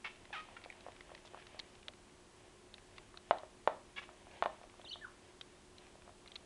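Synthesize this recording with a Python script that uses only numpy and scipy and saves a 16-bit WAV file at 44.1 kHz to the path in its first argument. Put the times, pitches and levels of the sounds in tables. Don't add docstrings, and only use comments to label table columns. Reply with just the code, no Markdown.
import sys
import numpy as np
from scipy import signal
from scipy.fft import rfft, irfft, next_fast_len
from scipy.io import wavfile
from scipy.ndimage import map_coordinates

SR = 44100
rng = np.random.default_rng(int(sys.argv[2]) if len(sys.argv) > 2 else 0)


def int16_out(signal):
    q = np.round(np.clip(np.atleast_2d(signal).T, -1, 1) * 32767)
    wavfile.write(sys.argv[1], SR, q.astype(np.int16))


N = 284445

# t/s, length/s, rustle level/dB
BUSY_SPELLS = [(0, 1.92, -72), (3.949, 0.93, -71), (5.701, .72, -72.5)]
# t/s, level/dB, nominal f/Hz
BUMPS = [(0.6603, -41.5, 660), (0.8649, -38, 687), (0.8852, -38.5, 700), (1.0938, -47, 1090),
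         (1.1173, -42.5, 610), (1.3355, -45.5, 488), (1.346, -37.5, 1005), (1.3739, -42, 1020),
         (1.5461, -45.5, 690), (3.143, -43.5, 1460), (3.31, -12, 811), (3.434, -38.5, 715),
         (3.6753, -13, 772), (4.0912, -41, 1064), (4.2696, -46, 940), (4.4245, -16.5, 940),
         (4.4594, -20, 820), (4.6146, -45.5, 770), (4.6398, -44.5, 637), (4.7407, -49, 1050),
         (4.8442, -46, 880), (4.958, -41, 1032), (5.9552, -48, 557), (6.0937, -46.5, 950)]
# f/Hz, level/dB
THUD_SPECTRUM = [(60, -37), (140, -19.5), (220, -15.5), (330, -9), (450, -7), (610, 5.5), (1000, 2),
                 (1350, -5.5), (1700, -12), (2300, -17.5), (3700, -25), (4700, -44.5), (9000, -44)]
# f/Hz, level/dB, t60/s
TOY_MODES = [(1290, -32.5, 0.05), (1790, -26.5, 0.029), (2295, -37.5, 0.059), (2900, -31, 0.032),
             (3440, -24, 0.0069)]
# f/Hz, level/dB, t60/s
TABLETOP_MODES = [(629, -20.5, 0.3), (711, -19.5, .16), (910, -38, .1), (1011, -35.5, 0.08),
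                  (1130, -47, 0.12)]
def knocks():
    out = np.zeros(N)
    soft_to_hard_db = [-40, -25]
    footfalls = faint_contacts(per_s=2, db=-46.5, hz=780)
    for start, db, nominal_hz in BUMPS + footfalls:
        hardness = (nominal_hz / 820) ** 0.75
        thud = crest(impulse(lambda hz: along(THUD_SPECTRUM, hz / hardness)))
        t = np.arange(len(thud)) / SR
        cutoff_hz = np.interp(db, soft_to_hard_db, [1800, 5000])
        toy_db = np.interp(db, soft_to_hard_db, [6, -0.5])
        table_db = np.interp(db, soft_to_hard_db, [0, -7])
        blow = thud + amp(toy_db) * ringing(TOY_MODES, t)
        blow = signal.lfilter(*signal.butter(2, cutoff_hz, fs=SR), blow)
        add(out, start, amp(db) * in_room(echoes(blow), early_db=-10, tail_db=-14))
        add(out, start, amp(db + table_db) * ringing(TABLETOP_MODES, t))
    return out


# t/s, level/dB, ring f/Hz, relative scrape level/dB
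PECKS = [(0.2533, -47, 1996, -1), (0.6394, -42.5, 3040, 13.5), (0.6484, -40.5, 2350, -7.5),
         (0.7013, -36.5, 2240, -14), (0.725, -45.5, 2220, -7.5), (0.807, -47, 2913, 5),
         (0.9638, -44.5, 2173, 10), (1.0077, -41.5, 2000, -1), (1.1488, -40.5, 1910, 4.5),
         (1.275, -46.5, 3100, -1.5), (1.468, -43, 3762, 7), (1.5924, -33.5, 4230, -2),
         (1.5974, -33.5, 3700, -5.5), (1.7523, -48, 2740, 11), (1.8822, -30, 3355, -3.5),
         (1.936, -48, 2063, 3.5), (2.741, -37.5, 3700, -8), (2.781, -47, 1800, 10), (2.9814, -40, 2330, 3),
         (3.1728, -38, 3805, 1), (3.384, -42.5, 3720, -4), (4.437, -35, 3250, 6), (4.814, -49, 3320, -3.5),
         (5.4114, -34.5, 3670, -7), (5.7822, -45, 3900, -5), (6.2596, -47.5, 2160, 6),
         (6.2757, -43.5, 3950, -12), (6.3178, -43, 3560, -8.5), (6.356, -36, 3830, -10),
         (6.3606, -35, 3820, -8)]
# f/Hz, level/dB
SCRAPE_SPECTRUM = [(200, -15), (900, -8), (2200, -6), (4100, -1.5), (5000, -7), (6000, -6), (7500, -18),
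                   (11000, -32)]
def beak_clicks(t60_s=0.01494, rise_s=0.00068, crack_t60_s=0.0037, body_hz=2060, nibble_scrape_db=2):
    out = np.zeros(N)
    t = np.arange(SR // 16) / SR
    nibbles = [(*row, nibble_scrape_db) for row in faint_contacts(per_s=3.8, db=-49, hz=2390)]
    envelope = amp(-60 * t / t60_s) * (1 - np.exp(-t / rise_s))
    for start, db, ring_hz, scrape_db in PECKS + nibbles:
        neighbours_hz = ring_hz * (1 + np.array([-1, 1]) * rng.uniform(0.037, 0.147, 2))
        ring = np.sin(2 * np.pi * ring_hz * t)
        ring += amp(-12) * np.sin(2 * np.pi * body_hz * t)
        ring += amp(-3) * sum(np.sin(2 * np.pi * (hz * t + rng.random())) for hz in neighbours_hz)
        scrape = noise(SCRAPE_SPECTRUM, len(t))
        scrape = unit(filtered(scrape, lambda hz: 1 / np.hypot(1, (hz / (1.08 * ring_hz)) ** 2)))
        crack = amp(-17.5 - 60 * t / crack_t60_s) * rng.standard_normal(len(t))
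        click = crest(envelope * (amp(-2) * unit(ring) + amp(scrape_db) * scrape)) + crack
        add(out, start, amp(db) * in_room(click, early_db=-20.5, tail_db=-31))
    return out


# t/s, length/s, attack/s, level/dB, sag/dB, first f/Hz, settled f/Hz,
# roughness/0-1, beak resonance first f/Hz, last f/Hz
RASPY_CALLS = [(.043, 0.0417, 0.0047, -39, 12, 451.4, 439.4, 0.31, 2150, 2950),
               (.327, 0.087, 0.0018, -41, 11, 895, 624.6, 0.13, 1460, 1255),
               (0.565, .014, 0.00303, -42.5, 17, 474, 450, 0.07, 1400, 1400),
               (3.961, .037, 0.023, -36, 10.5, 561, 574.3, 0.28, 3400, 1100),
               (4.022, 0.0202, 0.0105, -44.5, 12, 550, 533, 0.94, 2600, 2400)]
# f/Hz, level/dB
THROAT_RESPONSE = [(300, -18), (440, -4.5), (620, -10.5), (860, 3), (1300, 2), (1800, 1.5), (2300, 4.5),
                   (3300, 0), (4200, -11), (6000, -19), (9000, -34)]
def chirps(glide_s=0.038, beak_move_s=0.024, beak_db=10, beak_width_hz=270, fray=0.16):
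    out = np.zeros(N)
    for start, length, attack, db, sag_db, first_hz, settled_hz, roughness, *beak_path_hz in RASPY_CALLS:
        t = note_times(length)
        pitch = np.interp(t, [0, glide_s], [first_hz, settled_hz])
        beak_hz = np.interp(t, [attack / 2, attack / 2 + beak_move_s], beak_path_hz)
        onset_db = -16.5 * np.maximum(1 - t / attack, 0)
        envelope = amp(onset_db - sag_db * t / length) * fade(t, edge_s=0.00126)
        jitter = 0.034 * (500 / pitch) ** 2
        phase = phase_of(pitch * (1 + jitter * wobble(660, len(t))))
        buzz = np.zeros(len(t))
        for k in range(1, 15):
            lift_db = beak_db * resonance(k * pitch, beak_hz, beak_width_hz)
            gain = amp(along(THROAT_RESPONSE, k * pitch) + lift_db)
            buzz += gain * np.sin(k * phase + rng.uniform(0, 2 * np.pi))
        rasp = noise(THROAT_RESPONSE, len(t)) * (1 + 0.26 * np.cos(phase))
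        rasp_share = np.clip(roughness + fray * t / length, 0, 1)
        voice = np.sqrt(1 - rasp_share) * unit(buzz) + np.sqrt(rasp_share) * unit(rasp)
        add(out, start, amp(db) * envelope * voice)
    return in_room(out, early_db=-21, tail_db=-10.5)[:N]


# t/s, length/s, first f/Hz, last f/Hz, level/dB
WARBLE_NOTES = [(4.846, 0.0148, 3934, 3400, -53), (4.859, 0.024, 2660, 3280, -53.5),
                (4.883, 0.0215, 4120, 4520, -49.5), (4.907, 0.016, 2900, 3010, -43.5),
                (4.923, .019, 4138, 3140, -43.5), (5.012, 0.032, 1834, 1679, -51.5),
                (5.04, .017, 1722, 1260, -45.5)]
def warble(waver=0.013, swell_db=8, pip_gap_s=0.0148, pip_step_hz=75):
    out = np.zeros(N)
    pips = [(5.066 + k * pip_gap_s, 0.007, 1255 + k * pip_step_hz, 960 + k * pip_step_hz, -53.5 - 2.5 * k)
            for k in range(4)]
    for start, length, first_hz, last_hz, db in WARBLE_NOTES + pips:
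        t = note_times(length)
        pitch = np.linspace(first_hz, last_hz, len(t))
        phase = phase_of(pitch * (1 + waver * wobble(540, len(t))))
        octave_gain = amp(-19) * resonance(2 * pitch, centre_hz=6000, width_hz=500)
        tone = unit(np.sin(phase) + octave_gain * np.sin(2 * phase))
        envelope = amp(-swell_db * np.abs(1 - t / (0.7 * length))) * fade(t, edge_s=0.00148)
        add(out, start, amp(db) * envelope * tone)
    return in_room(out, early_db=-8, tail_db=-11.5)[:N]


# t/s, length/s, level/dB, centre f/Hz
CLAW_DRAGS = [(1.093, 0.046, -63.5, 1500), (1.244, 0.034, -63.5, 3350), (1.363, 0.084, -63.5, 2100),
              (2.96, 0.018, -62, 2980)]
def claw_scratches(width_octaves=0.91, grains_per_s=260, grain_db=5):
    out = np.zeros(N)
    for start, length, db, centre_hz in CLAW_DRAGS:
        size = int(length * SR)
        band = lambda hz: np.exp(-(np.log2((hz + 1) / centre_hz) / width_octaves) ** 2)
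        hiss = filtered(rng.standard_normal(size), band)
        grit = unit(hiss * amp(grain_db * wobble(grains_per_s, size)))
        add(out, start, amp(db) * grit * signal.windows.tukey(size))
    return in_room(out, early_db=-23, tail_db=-23.5)[:N]


def rustle(still_db=-74, ramp_s=0.36, flutter_db=2.5):
    t = np.arange(N) / SR
    movement = sum(amp(db) * np.clip(np.minimum(t - start, start + length - t) / ramp_s, 0, 1)
                   for start, length, db in BUSY_SPELLS)
    low = noise([(250, -34), (550, 0), (950, -2.5), (1600, -35), (4000, -60)], N)
    high = noise([(900, -45), (1600, -5), (3200, -6.5), (4400, -18.5), (7500, -44)], N)
    return (low + high) * np.hypot(amp(still_db), movement) * amp(flutter_db * wobble(11, N))


# f/Hz, rms level/dB
HUM_TONES = [(31, -85), (97, -81), (205, -77), (362, -71), (7852, -89.5), (7882, -94)]
# f/Hz, relative level/dB
AIR_SPECTRUM = [(12, -32), (20, -1), (102, -5), (122, -7), (201, -9), (235, -8), (367, -5.5), (452, -10),
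                (543, -12.5), (918, -15.5), (1070, -12.5), (1190, -15.5), (1810, -20), (8080, -24),
                (10500, -25), (13600, -19), (22000, -120)]
def room_tone(drift_hz=1.22, air_db=-62):
    hum = sum(amp(db) * unit(np.sin(phase_of(hz + drift_hz * wobble(8, N)))) for hz, db in HUM_TONES)
    return hum + amp(air_db) * noise(AIR_SPECTRUM, N)


# delay t/s, level/dB
REFLECTIONS = [(.0055, -32.5), (.0102, -21.5), (.0190, -21.5), (.0235, -33), (.0290, -34.5)]
def echoes(x):
    out = x.copy()
    for delay, db in REFLECTIONS:
        add(out, delay, amp(db) * x)
    return out


# f/Hz, t60/s
ROOM_DECAY = [(150, 0.46), (700, 0.3), (2800, 0.33), (5000, 0.39), (10000, 0.095)]
def in_room(x, early_db, tail_db, early_t60_s=0.024):
    hz, frame_s, spectra = signal.stft(rng.standard_normal(SR // 2), SR, nperseg=256)
    decay = amp(-60 * frame_s / along(ROOM_DECAY, hz)[:, None])
    tail = signal.istft(spectra * decay, SR, nperseg=256)[1]
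    t = np.arange(len(tail)) / SR
    tail *= np.clip(t / 0.00614, 0, 1)
    early = rng.standard_normal(len(t)) * amp(-60 * t / early_t60_s) * (t > 0.0013)
    response = amp(early_db) * early / np.linalg.norm(early) + amp(tail_db) * tail / np.linalg.norm(tail)
    response[0] = 1
    return signal.fftconvolve(x, response)


def faint_contacts(per_s, db, hz, spread_db=0.5, spread_octaves=0.28):
    rows = []
    for start, length, _ in BUSY_SPELLS:
        draws = rng.random((32, 3))[:round(per_s * length)]
        for k, (when, softness, place) in enumerate(draws):
            rows.append((start + length * (k + when) / len(draws),
                         db - spread_db * (2 * softness - 1),
                         hz * 2 ** (spread_octaves * (2 * place - 1))))
    return rows


def ringing(modes, t):
    return sum(amp(db + rng.normal(0, 1) - 60 * t / t60) * np.sin(2 * np.pi * hz * t)
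               for hz, db, t60 in modes)


def resonance(hz, centre_hz, width_hz):
    return 1 / (1 + ((hz - centre_hz) / width_hz) ** 2)


def phase_of(hz):
    return 2 * np.pi * np.cumsum(hz) / SR


def amp(db):
    return 10 ** (np.asarray(db) / 20)


def unit(x):
    return x / np.sqrt(np.mean(x ** 2) + 1e-20)


def crest(x):
    return x / (np.abs(x).max() + 1e-20)


def along(points, hz):
    freqs, values = np.transpose(points)
    return np.interp(np.log(hz + 1), np.log(freqs + 1), values)


def wobble(rate, size):
    return map_coordinates(rng.standard_normal(8192), [np.arange(size) * rate / SR], mode="wrap")


def filtered(x, gain):
    size = next_fast_len(len(x) + 4096)
    return irfft(rfft(x, size) * gain(np.fft.rfftfreq(size, 1 / SR)), size)[:len(x)]


def noise(points, size):
    return unit(filtered(rng.standard_normal(size), lambda hz: amp(along(points, hz))))


def impulse(gain_db, size=8192):
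    cepstrum = irfft(np.log(amp(gain_db(np.fft.rfftfreq(size, 1 / SR)))))
    cepstrum[1:size // 2] *= 2
    cepstrum[size // 2 + 1:] = 0
    return irfft(np.exp(rfft(cepstrum)))


def note_times(length):
    return np.arange(int(length * SR)) / SR


def fade(t, edge_s):
    return np.clip(np.minimum(t - t[0], t[-1] - t) / edge_s, 0, 1)


def add(track, start_s, sound):
    part = track[round(start_s * SR):][:len(sound)]
    part += sound[:len(part)]


def scene():
    return (knocks() + beak_clicks() + claw_scratches() + chirps() + warble() + room_tone() + rustle())[None]


def record(dry, limit_hz=12100):
    rolloff = [(9950, 0), (10350, -3), (11000, -16), (11500, -18), (12100, -32)]  # f/Hz, level/dB
    return np.array([filtered(x, lambda hz: amp(along(rolloff, hz)) * (hz < limit_hz)) for x in dry])


dry = scene()
out = record(dry)
int16_out(out)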